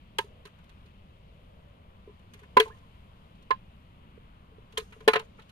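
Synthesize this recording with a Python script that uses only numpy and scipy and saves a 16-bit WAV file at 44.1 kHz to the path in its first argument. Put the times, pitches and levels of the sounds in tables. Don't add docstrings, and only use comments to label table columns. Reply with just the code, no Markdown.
import sys
import numpy as np
from scipy import signal
from scipy.fft import rfft, irfft, next_fast_len
from scipy.io import wavfile
from scipy.ndimage import uniform_filter1d

SR = 44100
rng = np.random.default_rng(int(sys.argv[2]) if len(sys.argv) > 2 else 0)


def inscribe(sig):
    pcm = np.round(np.clip(np.atleast_2d(sig).T, -1, 1) * 32767)
    wavfile.write(sys.argv[1], SR, pcm.astype(np.int16))


def volts(x):
    e = np.asarray(x, float) / 20
    return 10 ** e


N = 242991
RING_LEN = 8192


def along(table, hz):
    f, v = np.transpose(table)
    return np.interp(np.log(np.maximum(hz, 1)), np.log(f), v)


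def walk(rate):
    k = int(SR / rate)
    held = np.repeat(rng.standard_normal(N // k + 1), k)
    return uniform_filter1d(uniform_filter1d(held, k), k)[:N]


# frequency in Hz, level in dB per Hz.
TOWN_SPECTRUM = [(22, -5), (70, -1), (144, -8), (190, -6), (230, -12.5), (322, -20), (828, -23.5),
                 (1050, -19.5), (1700, -30.5), (3060, -27.5), (5480, -48.5), (7600, -51.5), (9200, -50.5),
                 (14000, -50.5)]
# frequency in Hz, shared fraction of power.
TOWN_COHERENCE = [(60, .995), (180, .99), (300, .95), (700, .6), (2000, .5), (6000, .3), (14000, .1)]
# frequency in Hz, left minus right in dB.
TOWN_BALANCE = [(60, 1.5), (110, 0.5), (200, -0.5), (380, 1), (700, 3), (1280, -1), (2370, 6), (4370, 9),
                (8060, 7.5), (14900, -0.5)]
TOWN_DB, TOWN_TOP_HZ, TOWN_LAG_S = -53.5, 14350, -.00043


def town():
    size = next_fast_len(N)
    hz = np.fft.rfftfreq(size, 1 / SR)
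    shared = np.clip(along(TOWN_COHERENCE, hz), 0, 1)
    common, left, right = rfft(rng.standard_normal((3, size)))
    late = np.exp(-2j * np.pi * hz * TOWN_LAG_S)
    ports = np.sqrt(shared) * common * np.array([late, late ** 0])
    ports = ports + np.sqrt(1 - shared) * np.array([left, right])
    balance_db = along(TOWN_BALANCE, hz) * np.array([[.5], [-.5]])
    ports = ports * (hz < TOWN_TOP_HZ) * volts(along(TOWN_SPECTRUM, hz) + balance_db)
    out = 0
    swell = walk(1.0)
    octave = np.log2(np.maximum(hz, 20) / 20)
    for k in range(11):
        band = irfft(ports * np.clip(1 - abs(octave - k), 0, 1), size)[:, :N]
        out = out + band * volts(.6 * swell + 0.97 * walk(2.2) + 0.76 * walk(9))
    return out * volts(TOWN_DB) / np.sqrt(np.mean(np.mean(out, axis=0) ** 2))


# loudest moment in seconds,
# level in dB, half length in seconds.
MURMUR_SWELLS = [
    (0.337, -64.5, 0.16),
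    (1.392, -67.5, 0.33),
    (1.77, -68.5, 0.3),
    (2.6, -66, 0.14),
    (5.19, -63.5, 0.075),
    (5.2, -61, 0.18),
]
DRONE_DB = -72


def low_murmur():
    band = signal.butter(N=2, Wn=[450, 640], btype="band", fs=SR, output="sos")
    drone = signal.sosfilt(band, rng.standard_normal((2, N)))
    t = np.arange(N) / SR
    near = volts(DRONE_DB) + sum(volts(db) * np.exp(-((t - s) / half_s) ** 2) for s, db, half_s in MURMUR_SWELLS)
    return drone / np.std(drone) * near * volts(-2.5 + 1.2 * walk(3.9))


def add(out, s, sound, db, pan_db):
    top = np.sqrt(uniform_filter1d(np.mean(sound ** 2, axis=0), size=132).max())
    gain = volts(db + np.array([[pan_db], [-pan_db]]) / 2) / top
    i = int(s * SR)
    out[:, i:i + RING_LEN] += (sound * gain)[:, :N - i]


def fade(t60):
    return np.exp(-np.log(1000) * np.arange(RING_LEN) / SR / max(t60, .004))


def excite(push, body):
    return signal.fftconvolve(np.atleast_2d(push), body, axes=1)[:, :RING_LEN]


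YARD_T60_S, YARD_DB = 0.21, -22


def diffuse_swell(push, t60):
    decay = fade(t60)[None] ** 2 + (volts(YARD_DB) * fade(YARD_T60_S)[None]) ** 2
    return np.sqrt(excite(push ** 2, decay).clip(0))


def slips(run_ms, size):
    u = np.arange(RING_LEN) / SR / (max(run_ms, .3) / 1000)
    return (u + 0.17) * np.exp(-u * 2.0) * size


# frequency in Hz, lag of the right port in radians.
PORT_PHASE = [(250, 0.077), (440, 0.18), (900, 0.6), (1050, 1.9), (1700, 1.2), (2200, 3), (3200, 4.83)]
CROWD_SIZE, CROWD_LEN = 40, 3072


def crowd(band):
    low_hz, high_hz, t60 = band
    place, size, tilt, life = rng.random((4, CROWD_SIZE, 1))
    step = (np.arange(CROWD_SIZE)[:, None] + place) / CROWD_SIZE
    hz = low_hz * (high_hz / low_hz) ** step
    t = np.arange(CROWD_LEN) / SR
    body = volts(10.0 * size) * np.exp(-np.log(1000) * t / (t60 * (0.44 + 1.6 * life)))
    turn = 2 * np.pi * (hz * t + place * CROWD_SIZE)
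    late = along(PORT_PHASE, hz) + 1.9 * (tilt - .5)
    return np.array([np.sum(body * np.sin(turn), axis=0), np.sum(body * np.sin(turn - late), axis=0)])


def crunch(band, push, noise):
    struck = excite(push, crowd(band))
    low_hz, high_hz, t60 = band
    hz = np.fft.rfftfreq(RING_LEN, 1 / SR)
    inside = 1 / (1 + (low_hz / np.maximum(hz, 1)) ** 8) / (1 + (hz / high_hz) ** 8)
    blur = diffuse_swell(push, t60) * irfft(rfft(noise) * inside)
    return struck / np.std(struck) + volts(-2.0) * blur / np.std(blur)


# frequency in Hz, level in dB per Hz.
SPLINTER_SPECTRUM = [(2590, -30.5), (4400, -2), (5800, -3), (6310, 2.5), (7810, -6.5), (9630, -7.5),
                     (13200, -7.5), (14600, -22.5), (15300, -42)]
# frequency in Hz, left minus right in dB.
SPLINTER_BALANCE = [(60, 7), (110, -1.5), (200, -1.5), (380, 2.5), (700, 0.5), (1280, -2), (2370, -4.5),
                    (4370, -5.5), (8060, 14.5), (14900, -6)]


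def spray(noise):
    hz = np.fft.rfftfreq(noise.shape[1], 1 / SR)
    common, left, right = rfft(noise)
    late = np.exp(-2j * np.pi * hz * .0002)
    ports = np.array([common + .55 * left, common * late + 0.92 * right])
    balance_db = along(SPLINTER_BALANCE, hz) * np.array([[.4], [-.4]])
    return irfft(ports * volts(along(SPLINTER_SPECTRUM, hz) + balance_db), noise.shape[1])


# start in seconds, middle modes in dB, upper modes in dB, splinters in dB,
# run of slips in ms.
BIG_BREAKS = [
    (0.1863, -29, -23.5, -36, 3.24),
    (2.57, -15, -22, -38, 4.3),
    (2.6, -20, -19.5, -32.5, 1.4),
    (2.6294, -48.5, -41, -63.5, 1.35),
    (3.5087, -28.5, -32.5, -56, 1.73),
    (4.7752, -32.5, -27.5, -36.5, 4.8),
    (5.0786, -16.5, -18.5, -32, 4.8),
    (5.1351, -21.5, -26, -42.5, 4.3),
    (5.1585, -19.5, -28, -49, 5),
    (5.1956, -39, -39, -53, 2.8),
]
# start in seconds, middle modes in dB, upper modes in dB, splinters in dB.
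HAIRLINE_TICKS = [(0.4532, -49, -46.5, -59), (0.469, -52, -79, -68), (0.587, -59, -76, -78),
                  (0.6393, -67, -65, -75), (0.6935, -59, -59, -69.5), (0.8592, -68, -59.5, -77),
                  (2.1944, -65, -77, -76.5), (2.3366, -51.5, -52.5, -58.5), (2.392, -57, -63, -69),
                  (2.4313, -52.5, -75, -73), (2.68, -57, -52, -66), (2.77, -61.5, -70, -76.5),
                  (3.3502, -79, -67, -80), (3.4239, -75.5, -61, -72.5), (4.7243, -61.5, -54, -67.5),
                  (4.7994, -51, -43.5, -77), (4.9243, -48, -55.5, -68), (5.005, -50.5, -56, -69),
                  (5.3845, -54, -77, -88.5), (5.396, -53, -55.5, -72.5), (5.4204, -64, -56.5, -73.5),
                  (5.4925, -59.5, -54.5, -68.5)]
MIDDLE, UPPER = (900, 2900, 0.067), (2400, 4500, 0.037)
TICK_RUN_MS, CRACK_PAN_DB = 5.5, 0.3
SPLINTER_T60_S = 0.032
GRAIN_DB, GRAIN_MS = 3, 2.1


def fractures():
    out = np.zeros((2, N))
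    octaves = np.log2(np.maximum(np.fft.rfftfreq(RING_LEN, 1 / SR), 4000) / 7000)
    ticks = [(*tick, TICK_RUN_MS) for tick in HAIRLINE_TICKS]
    for s, middle_db, upper_db, splinter_db, run_ms in sorted([*BIG_BREAKS, *ticks]):
        grit = rng.standard_normal((6, RING_LEN))
        push = slips(run_ms, grit[0] ** 3)
        start = s - .0015
        add(out, start, crunch(MIDDLE, push, grit[4:]), middle_db - 1.85, CRACK_PAN_DB)
        add(out, start, crunch(UPPER, push, grit[4:]), upper_db - 4.5, CRACK_PAN_DB - 5.5)
        clumps = uniform_filter1d(grit[5, ::-1], max(int(GRAIN_MS * SR / 1000), 2))
        swell = diffuse_swell(push, SPLINTER_T60_S) * volts(GRAIN_DB * clumps / clumps.std())
        bright = volts(0.57 * np.clip(splinter_db - upper_db + 22, -12, 6) * octaves)
        hiss = irfft(rfft(spray(grit[1:4])) * bright)
        add(out, start, swell * hiss, splinter_db + 2.0, CRACK_PAN_DB + 0.5)
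    return out


GRIP_S = 0.066


def ring(out, s, db, hz, t60, pan_db, rise_ms):
    t = np.arange(RING_LEN) / SR
    rise = (1 - np.exp(-t * 1000 / max(rise_ms, .2))) ** 2
    turn = 2 * np.pi * hz * t - np.array([[0], [along(PORT_PHASE, hz)]])
    choke = np.exp(-(t / GRIP_S) ** 4)
    add(out, s - .001, rise * fade(t60) * choke * np.sin(turn), db - 0.5, pan_db)


# frequency in Hz, creep in Hz per second, t60 in seconds,
# left minus right in dB, lag in ms.
LOW_SHORT_MODES = [(259, -0.5, 0.047, 5.5, 0.24), (508, 6, .04, 8.5, 1.5), (706, 1.5, .055, 4, 2.2),
                   (910.7, -7.5, .08, -7.5, 0.068)]
HIGH_SHORT_MODES = [(1225, 15, 0.038, 2, 0.1), (1618.5, 27.5, 0.042, -16.5, 4), (2096, 0.5, .026, -13, 1.5),
                    (3300, -25, 0.014, 9.5, 0.5)]
# start in seconds, then a level in dB for each of the four modes.
LOW_DRIVE = [(0.186, -69, -36, -71, -30), (2.567, -28, -22, -49, -27), (2.598, -48, -39, -37.5, -60),
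             (2.657, -77, -51, -65, -54), (2.675, -80, -80, -72, -48.5), (3.507, -57.5, -40, -48, -36),
             (4.775, -58, -43, -51, -67.5), (5.077, -28, -20.5, -25.5, -23.5), (5.134, -43, -36, -37, -35),
             (5.156, -42, -29, -31, -53), (5.195, -80, -80, -72, -49), (5.388, -76.5, -78.5, -73.5, -60.5)]
HIGH_DRIVE = [(0.186, -34, -33, -31, -26.5), (2.571, -30, -35, -41, -43), (2.601, -52, -32, -28, -16.5),
              (3.5098, -31.5, -33, -31.5, -49), (4.7731, -44, -43.5, -38, -30.5),
              (5.078, -34.5, -24, -35, -26.5), (5.134, -23.5, -37, -50, -39), (5.155, -26.5, -38, -50, -43),
              (5.39, -50, -67, -82.5, -83)]
LOW_RISE_MS, HIGH_RISE_MS = 2.5, 0.79


def shorter_modes():
    out = np.zeros((2, N))
    low = (LOW_SHORT_MODES, LOW_DRIVE, LOW_RISE_MS)
    high = (HIGH_SHORT_MODES, HIGH_DRIVE, HIGH_RISE_MS)
    for modes, blows, rise_ms in (low, high):
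        for s, *force_db in blows:
            for (hz, creep, t60, pan_db, lag_ms), db in zip(modes, force_db):
                ring(out, s + lag_ms / 1000, db, hz + creep * s, t60, pan_db, rise_ms)
    return out


# start in seconds, level in dB, left minus right in dB, build-up in ms.
BENDING_NOTES = [(0.187, -31, -2, 2.1), (0.4522, -54, -4.5, 1.3), (2.0768, -62, 0, 0.97),
                 (2.0937, -66.5, -16, 1.2), (2.3908, -66, -7, 1.6), (2.4354, -62, -13, 1),
                 (2.5685, -8, -3, 2.3), (2.5997, -40, -6, 1.3), (2.6573, -41.5, 0, 1.7),
                 (2.701, -49, -11, 0.69), (2.743, -60, -4.5, 3.9), (2.8274, -60, -2.5, 2.7),
                 (3.419, -63.5, -5.5, 1.65), (3.5057, -18, -8, 3.3), (4.772, -38, -9.5, 2.14),
                 (5.006, -57.5, -6, 1.5), (5.0819, -21.5, -9.5, 2.4), (5.1357, -38, -13, 1.5),
                 (5.1545, -23.5, -7, 0.66), (5.195, -51, -9, 1.5)]
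LOOSE_S = 2.59
NOTE_HZ, NOTE_T60_S = (1010, 1042.7), 0.079


def bending_note():
    out = np.zeros((2, N))
    for s, db, pan_db, rise_ms in BENDING_NOTES:
        ring(out, s, db, NOTE_HZ[s > LOOSE_S], NOTE_T60_S, pan_db, rise_ms)
    return out


# start in seconds, level in dB, t60 in
# seconds, left minus right in dB.
HOLLOW_BOOMS = [(0.189, -30, 0.036, 0.5), (0.242, -49, 0.066, 2), (0.453, -49, 0.059, 1),
                (0.853, -59.5, 0.04, 2), (2.075, -43.5, 0.03, -.5), (2.092, -49, 0.056, 4),
                (2.348, -58, .065, -6), (2.418, -55, 0.09, 1), (2.567, -20, 0.058, 4),
                (2.584, -31, 0.036, -7), (2.597, -16.5, 0.11, 3), (2.668, -44, 0.059, -3),
                (2.701, -50.5, 0.066, -3.5), (3.506, -31.5, 0.033, 3.5), (4.177, -50, 0.015, -14),
                (4.519, -59.5, .088, 5), (4.583, -51, 0.026, -10.5), (4.735, -56, 0.14, 3),
                (4.777, -31.5, 0.093, 5), (4.819, -47, 0.047, -9), (4.92, -58, 0.076, 2.5),
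                (4.962, -51, 0.056, 3.5), (5.007, -50.5, 0.11, 5.5), (5.0762, -10.5, 0.069, 4),
                (5.134, -32.5, 0.063, 5), (5.157, -24.5, 0.088, 5.5), (5.195, -42, 0.11, -2),
                (5.388, -54.5, 0.044, 3)]
BOOM_HZ, BOOM_RISE_MS = (413.7, 438.2), 3.4


def hollow_boom():
    out = np.zeros((2, N))
    for s, db, t60, pan_db in HOLLOW_BOOMS:
        ring(out, s, db, BOOM_HZ[s > LOOSE_S], t60, pan_db, BOOM_RISE_MS)
    return out


THUMP_HZ, THUMP_DB, THUMP_T60_S = 200, -11, 0.073


def ground_thump():
    out = np.zeros((2, N))
    for s, db, *_ in LOW_DRIVE:
        ring(out, s + 0.0045, db + THUMP_DB, THUMP_HZ, THUMP_T60_S, 1.5, LOW_RISE_MS)
    return out


# start in seconds, end in seconds, first level in dB, last level in dB.
GRINDS = [
    (2.307, 2.46, -82, -83),
    (2.609, 2.795, -77, -81),
    (4.7, 4.804, -84.5, -67.5),
    (4.808, 5.06, -72.5, -77.5),
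    (5.2, 5.27, -75, -76),
    (5.37, 5.51, -81, -84),
]


def grind():
    t = np.arange(N) / SR
    bed = spray(rng.standard_normal((3, next_fast_len(N))))[:, :N] * volts(3.5 + 4.2 * walk(110))
    effort = 0
    for a, b, from_db, to_db in GRINDS:
        effort = effort + volts(np.interp(t, [a, b], [from_db, to_db], left=-140, right=-140))
    return bed / np.std(bed) * uniform_filter1d(effort, size=400)


# time in seconds, pitch in Hz, level in dB.
SQUEAK_PATH = [
    (2.696, 1050, -66),
    (2.704, 1200, -54),
    (2.712, 1650, -52),
    (2.719, 1770, -53),
    (2.738, 1780, -61),
    (2.755, 1830, -72),
]


def squeak():
    s, hz, db = np.transpose(SQUEAK_PATH)
    t = np.arange(N) / SR
    pitch = np.interp(t, s, hz) * (1 + .045 * walk(200))
    turn = 2 * np.pi * np.cumsum(pitch) / SR
    level_db = np.interp(t, s, db, left=-140, right=-140) + 2.5 * walk(160)
    return volts(level_db) * np.sin(turn - np.array([[0], [1.2]]))


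def scene():
    block = shorter_modes() + bending_note() + hollow_boom() + ground_thump()
    return town() + low_murmur() + fractures() + block + grind() + squeak()


def band_limit(x):
    return signal.sosfilt(signal.butter(12, 15400, fs=SR, output="sos"), x)


ROUND_AT, TOP_HZ = 3.3, 14800


def record(dry):
    rounded = np.tanh(dry / ROUND_AT) * ROUND_AT
    low_pass = signal.ellip(4, .3, 22, TOP_HZ, fs=SR, output="sos")
    mix = signal.sosfilt(low_pass, rounded)
    return band_limit(mix)


dry = scene()
out = record(dry)
inscribe(out)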